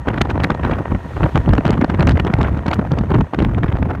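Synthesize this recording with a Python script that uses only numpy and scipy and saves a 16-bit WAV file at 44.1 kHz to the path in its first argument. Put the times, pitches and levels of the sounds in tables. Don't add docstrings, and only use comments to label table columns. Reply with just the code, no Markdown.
import sys
import numpy as np
from scipy import signal
from scipy.fft import rfft, irfft
from scipy.io import wavfile
from scipy.ndimage import uniform_filter1d, minimum_filter1d

SR = 44100
rng = np.random.default_rng(int(sys.argv[2]) if len(sys.argv) > 2 else 0)


def waveform_to_disk(signal):
    frames = np.transpose(np.atleast_2d(signal))
    scaled = np.clip(frames, -1, 1) * 32767
    samples = np.round(scaled).astype(np.int16)
    wavfile.write(sys.argv[1], SR, samples)


N = 176400
T = np.arange(N) / SR

# time_s, level_db
AIRFLOW = [(0,-25.5),(.05,-44),(.08,-19),(.27,-27),(.42,-18.5),(.52,-27.5),(.59,-27),(.66,-21.5),(.81,-18),(.86,-36.5),(.93,-15.5),(.99,-33.5),(1.13,-33.5),(1.18,-24),(1.27,-18),(1.31,-34),(1.36,-16.5),(1.43,-28),(1.51,-5.5),(1.63,-26.5),(1.68,-17),(1.89,-27.5),(2.07,-13.5),(2.2,-18.5),(2.31,-29.5),(2.37,-19.5),(2.58,-17.5),(2.63,-30),(2.7,-18),(2.87,-25.5),(2.96,-20.5),(3.08,-24),(3.16,-13.5),(3.22,-15),(3.26,-36),(3.32,-45),(3.39,-18.5),(3.52,-21),(3.66,-19.5),(4,-21)]
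# frequency_hz, relative_density_db
RUMBLE_SPECTRUM = [(18,-33.5),(30,-29.5),(48,-5.5),(70,0),(120,-5),(220,-13.5),(330,-18),(600,-43),(1500,-77),(5000,-93)]
EDDY_SPECTRUM = [(100,-25),(230,2),(450,4.5),(900,-1.5),(1500,-7),(2500,-19.5),(4000,-34.5),(8000,-48)]
# frequency_hz, relative_density_db
TRAFFIC_SPECTRUM = [(25,-20.5),(65,20.5),(130,2),(300,-3),(600,-7.5),(950,-3),(1400,-6.5),(1950,-9.5),(2400,-26),(3500,-36.5),(5000,-46.5),(12000,-63.5)]
TYRE_SPECTRUM = [(1000,-22),(2500,16),(4000,6.5),(4900,-1),(6500,3),(7500,-3.5),(9400,-2),(10500,-15.5),(12000,-9.5),(15000,-16)]
# pitch_hz, width_hz, relative_level_db
TRAFFIC_DRONES = [(668,18,-45),(955,14,-42.5),(1854,90,-44.5)]
# time_s, gain_db
TRAFFIC_GAIN = [(0,-2),(1.2,-0.5),(2.4,-2.5),(4,-11.5)]
# time_s, level_db
TYRE_SWELL = [(0,-59.5),(.5,-57.5),(1.0,-54.5),(1.4,-53.5),(2.0,-58),(2.6,-58),(3.3,-59),(4,-64)]
# time_s, base_length_s, flutter_db, rasp_db, crackle_db
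PORT_BUFFETS = [(0.073, 0.0018, -16.5, -41, -50), (0.087, 0.011, -14.5, -22.5, -40),
                (0.104, 0.0052, -18, -30, -56), (0.142, 0.0095, -21.5, -28.5, -49),
                (0.181, 0.01, -18, -24.5, -40.5), (0.211, 0.0037, -15, -21.5, -48),
                (0.217, 0.0037, -9, -12, -17), (0.255, 0.0087, -19, -38, -50),
                (0.307, 0.016, -21, -25.5, -39.5), (0.359, 0.0089, -17.5, -41, -57),
                (0.379, 0.0089, -17.5, -37, -52), (0.404, 0.0052, -21, -28, -40.5),
                (0.44, 0.014, -26, -27, -40), (0.444, 0.0052, -11, -14, -20.5),
                (0.505, 0.0063, -12.5, -18.5, -33), (0.518, 0.014, -19, -32, -51),
                (0.548, 0.0034, -16.5, -31, -40), (0.597, 0.0063, -21, -38, -59),
                (0.636, 0.012, -27, -29, -50), (0.65, 0.0055, -20, -22.5, -39),
                (0.664, 0.012, -21.5, -33, -54), (0.698, 0.002, -13, -34, -47),
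                (0.715, 0.013, -16.5, -28, -43.5), (0.737, 0.014, -23.5, -31, -51),
                (0.809, 0.0034, -18.5, -49, -64), (0.857, 0.0034, -17, -25.5, -56),
                (0.921, 0.0049, -20, -36, -60), (0.95, 0.0056, -19, -31.5, -58),
                (1.168, 0.006, -24.5, -30.5, -60), (1.209, 0.0078, -16, -33, -57),
                (1.236, 0.0063, -13.5, -22, -43), (1.241, 0.0047, -7.5, -18.5, -35),
                (1.262, 0.0067, -13, -33, -54), (1.358, 0.0042, -11.5, -15, -33),
                (1.367, 0.0071, -14.5, -34, -49), (1.377, 0.0019, -4, -12.5, -22.5),
                (1.461, 0.0029, -35, -31, -61), (1.479, 0.0045, -12, -37, -58),
                (1.493, 0.0019, -8, -22, -28), (1.51, 0.0049, -22, -27, -58),
                (1.536, 0.0027, -6, -15.5, -30.5), (1.553, 0.00082, -19, -18, -39.5),
                (1.582, 0.0038, -9, -18, -34.5), (1.608, 0.004, -21, -32, -53),
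                (1.654, 0.0025, -4.5, -16, -30), (1.668, 0.0092, -25, -25, -37.5),
                (1.68, 0.0019, -20, -21.5, -33.5), (1.694, 0.0073, -15, -26.5, -50),
                (1.707, 0.0022, -8, -22, -23), (1.734, 0.015, -21.5, -27.5, -45),
                (1.779, 0.0056, -18.5, -33, -49), (1.815, 0.0037, -12.5, -22, -36),
                (1.823, 0.0039, -19.5, -24, -62), (1.846, 0.0029, -9, -20, -31),
                (1.902, 0.0078, -20.5, -24, -39), (1.946, 0.0057, -14, -26.5, -45),
                (1.997, 0.0015, -8.5, -20, -31), (2.008, 0.0063, -9, -20, -32),
                (2.029, 0.0065, -13, -24, -36.5), (2.072, 0.0015, -15, -24, -26),
                (2.078, 0.0042, -2, -16, -33), (2.089, 0.0029, -7, -36, -28),
                (2.094, 0.0017, -11, -8, -16.5), (2.115, 0.015, -19, -28.5, -38),
                (2.175, 0.0042, -14.5, -22.5, -39), (2.199, 0.0041, -16.5, -17.5, -32),
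                (2.25, 0.0018, -13, -34, -32), (2.269, 0.0054, -14.5, -26, -40.5),
                (2.278, 0.0062, -17.5, -27.5, -54), (2.301, 0.007, -19, -32, -68),
                (2.339, 0.0022, -8, -15, -26.5), (2.388, 0.009, -20, -41, -48),
                (2.415, 0.0066, -16.5, -22.5, -34.5), (2.431, 0.0011, -24, -24, -31.5),
                (2.447, 0.018, -23, -28, -54), (2.473, 0.0095, -26.5, -34, -49),
                (2.576, 0.0065, -18, -36.5, -46), (2.592, 0.0015, -16, -28.5, -58),
                (2.665, 0.0046, -14, -28, -37), (2.685, 0.0085, -15, -27, -35.5),
                (2.715, 0.004, -13, -21.5, -33), (2.734, 0.0061, -19.5, -16.5, -30.5),
                (2.744, 0.003, -36, -40, -35), (2.793, 0.0069, -13.5, -29, -42),
                (2.827, 0.0038, -19, -51, -66), (2.919, 0.0027, -10.5, -33, -32),
                (2.989, 0.0054, -14.5, -30, -37), (3.012, 0.0028, -18, -33, -49),
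                (3.105, 0.0041, -17, -33, -45), (3.119, 0.0029, -10.5, -23, -41),
                (3.145, 0.0064, -13, -25, -39), (3.154, 0.004, -12, -32, -48),
                (3.211, 0.0035, -14, -25.5, -40), (3.337, 0.0023, -11, -27, -43),
                (3.347, 0.0044, -16.5, -23, -40.5), (3.391, 0.0079, -17, -25, -38.5),
                (3.403, 0.0046, -14.5, -26, -45), (3.425, 0.0055, -17.5, -29, -40),
                (3.449, 0.0026, -18.5, -21.5, -35.5), (3.548, 0.0017, -32, -26.5, -54),
                (3.584, 0.0036, -14.5, -35, -45), (3.634, 0.0031, -16.5, -19, -42),
                (3.643, 0.0044, -17, -26, -41.5), (3.686, 0.0064, -33, -30, -50),
                (3.725, 0.0036, -19.5, -30, -48), (3.77, 0.0026, -20.5, -29, -46),
                (3.829, 0.0026, -17.5, -23.5, -41), (3.909, 0.011, -19.5, -29.5, -53)]
# frequency_hz, relative_density_db
FLUTTER_SPECTRUM = [(100,-7.5),(220,8.5),(330,8.5),(470,-0.5),(650,1),(950,0),(1400,-10),(2200,-27.5),(5000,-65)]
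RASP_SPECTRUM = [(400,-58),(1000,-0.5),(1500,3.5),(2200,-2),(3200,-10.5),(4500,-39.5),(9000,-46)]
CRACKLE_SPECTRUM = [(1200,-31),(2800,3),(3900,3.5),(5000,-5.5),(6500,-11.5),(9000,-20.5),(10500,-29),(15000,-38.5)]
# time_s, length_s, level_db
PORT_JETS = [(0.218, .002, -39), (0.441, 0.0068, -42), (2.745, 0.007, -49)]
# frequency_hz, relative_density_db
SIZZLE_SPECTRUM = [(3500,-19),(6500,0),(15000,-6)]
# time_s, centre_pitch_hz, relative_level_db
BIG_EDDIES = [(0.221, 127, -12.5), (0.407, 91.8, -15), (0.45, 123.3, -14), (0.516, 140.6, -13),
              (0.801, 133.7, -12.5), (0.922, 141, -13), (1.175, 89.3, -16), (1.245, 175, -16.5),
              (1.354, 151.3, -7.5), (1.398, 106.2, -10), (1.479, 170.7, -6.5), (1.498, 115.2, -2.5),
              (1.539, 171.2, -5.5), (1.588, 116, -3.5), (1.664, 166.8, -5.5), (1.703, 219.6, -3),
              (1.733, 187.7, -12.5), (1.793, 173.2, -9), (1.826, 185, -8), (1.846, 197, -10),
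              (1.898, 189.2, -12.5), (2.002, 128.1, -2.5), (2.055, 129.6, -12), (2.083, 151, -4),
              (2.101, 87.8, -13.5), (2.143, 134.4, -27), (2.251, 155.4, -14), (2.304, 189.2, -12.5),
              (2.344, 139.2, -6.5), (2.394, 109.4, -13.5), (2.42, 198.6, -11.5), (2.439, 121, -14),
              (2.685, 135.8, -14.5), (2.793, 172.4, -5.5), (2.928, 120.6, -10.5), (2.991, 107.7, -17),
              (3.012, 171, -11), (3.117, 168.7, -7), (3.156, 146.7, -4.5), (3.39, 123, -13.5),
              (3.428, 169.7, -5.5), (3.466, 82, -12.5), (3.642, 125.4, -7), (3.69, 114.1, -9),
              (3.742, 97, -10.5), (3.826, 179, -13.5), (3.871, 135, -14)]
# frequency_hz, relative_density_db
AIR_SPECTRUM = [(1500,1.5),(3500,8),(5500,-6),(8000,-9),(11000,-12),(15000,-17)]


def undb(db):
    return 10 ** (np.asarray(db) / 20)


def curve(rows):
    return np.interp(T, *np.array(rows).T)


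def noise(spectrum):
    hz, db = np.array(spectrum).T
    bins_hz = np.maximum(np.arange(N // 2 + 1) * SR / N, 1)
    gain = undb(np.interp(np.log(bins_hz), np.log(hz), db))
    shaped = irfft(rfft(rng.standard_normal(N)) * gain, N)
    return shaped / shaped.std()


def waver(rate_hz):
    bins_hz = np.arange(N // 2 + 1) * SR / N
    smooth = irfft(rfft(rng.standard_normal(N)) * np.exp(-2 * (bins_hz / rate_hz) ** 2), N)
    return smooth / smooth.std()


def around(time_s, reach_s=.05):
    return np.arange(max(int((time_s - reach_s) * SR), 0), min(int((time_s + reach_s) * SR), N))


def bell(t, length_s):
    return 2 ** (-2 * (t / length_s) ** 2)


def rumble(flow_db):
    pressure = noise(RUMBLE_SPECTRUM)
    local_power = uniform_filter1d(pressure ** 2, size=1500)
    evened = pressure / np.sqrt(local_power + 0.023)
    offset_db, waver_db = 1.96, 3
    return evened * undb(flow_db + offset_db + waver_db * waver(rate_hz=23))


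def small_eddies(flow_db):
    typical_flow_db, typical_level_db, scatter_db = -14, -32, 8
    puffs = 2 * np.tanh(waver(rate_hz=206) / 2)
    level_db = typical_level_db + 0.52 * (flow_db - typical_flow_db) + scatter_db * puffs
    return noise(EDDY_SPECTRUM) * undb(level_db)


def drone(pitch_hz, width_hz):
    phase = 2 * np.pi * pitch_hz * T
    return (waver(width_hz) * np.cos(phase) + waver(width_hz) * np.sin(phase)) / np.sqrt(2)


def traffic():
    murmur = noise(TRAFFIC_SPECTRUM) * undb(-36)
    drones = sum(undb(db) * drone(hz, width_hz) for hz, width_hz, db in TRAFFIC_DRONES)
    tyres = noise(TYRE_SPECTRUM) * undb(curve(TYRE_SWELL))
    return (murmur + drones) * undb(curve(TRAFFIC_GAIN)) + tyres


def bursts(spectrum, levels_db, stretch, skirt_gain):
    grain_db, lean, skirt_stretch = 6.5, .15, 3.14
    out = np.zeros(N)
    grains = noise(spectrum) * undb(grain_db * waver(rate_hz=530))
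    for (time_s, length_s, *_), db in zip(PORT_BUFFETS, levels_db):
        span = around(time_s)
        t = T[span] - time_s
        skewed = t * np.exp(lean * np.sign(t))
        core_s = length_s * stretch
        envelope = bell(skewed, core_s) + skirt_gain * bell(skewed, core_s * skirt_stretch)
        burst = grains[span] * envelope
        out[span] += undb(db) * burst * np.sqrt(length_s * SR / np.sum(burst ** 2))
    return out


def buffets():
    _, _, flutter_db, rasp_db, crackle_db = np.array(PORT_BUFFETS).T
    flutter = bursts(FLUTTER_SPECTRUM, flutter_db, stretch=1, skirt_gain=0.12)
    rasp = bursts(RASP_SPECTRUM, rasp_db, stretch=0.62, skirt_gain=0.093)
    crackle = bursts(CRACKLE_SPECTRUM, crackle_db, stretch=0.42, skirt_gain=0.12)
    return flutter + rasp + crackle


def sizzles():
    envelope = sum(undb(db) * bell(T - time_s, length_s) for time_s, length_s, db in PORT_JETS)
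    return noise(SIZZLE_SPECTRUM) * envelope


def thumps():
    offset_db, length_cycles, sag_per_s, wobble_rad = 1.2, 0.92, 14.08, 0.92
    out = np.zeros(N)
    wobble = wobble_rad * waver(rate_hz=240)
    for (time_s, pitch_hz, db), start_cycle in zip(BIG_EDDIES, rng.random(len(BIG_EDDIES))):
        span = around(time_s)
        t = T[span] - time_s
        cycles = np.cumsum(pitch_hz * np.exp(-sag_per_s * t)) / SR
        swing = np.sqrt(2) * np.sin(2 * np.pi * (cycles + start_cycle) + wobble[span])
        out[span] += undb(db + offset_db) * bell(t, length_cycles / pitch_hz) * swing
    return out


def airy_hiss():
    peak_s, peak_db = 1.25, -52.5
    return noise(AIR_SPECTRUM) * undb(peak_db) * bell(T - peak_s, length_s=0.28)


def scene():
    flow_db = curve(AIRFLOW)
    wind = rumble(flow_db) + thumps() + buffets() + sizzles() + small_eddies(flow_db)
    return (wind + traffic() + airy_hiss())[None]


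def record(dry):
    low_cut_hz, high_cut_hz = 35, 15200
    threshold, hold_s = .74, .004
    ceiling, knee = .8, 8
    pressure = signal.sosfilt(signal.butter(4, low_cut_hz, "high", fs=SR, output="sos"), dry)
    hold = int(hold_s * SR)
    gain = minimum_filter1d(threshold / np.maximum(np.abs(pressure), threshold), size=hold)
    smooth_gain = uniform_filter1d(uniform_filter1d(gain, size=hold // 2), size=hold // 2)
    limited = pressure * smooth_gain
    rounded = limited / (1 + np.abs(limited / ceiling) ** knee) ** (1 / knee)
    return signal.sosfilt(signal.ellip(8, .2, 70, high_cut_hz, fs=SR, output="sos"), rounded)


dry = scene()
out = record(dry)
waveform_to_disk(out)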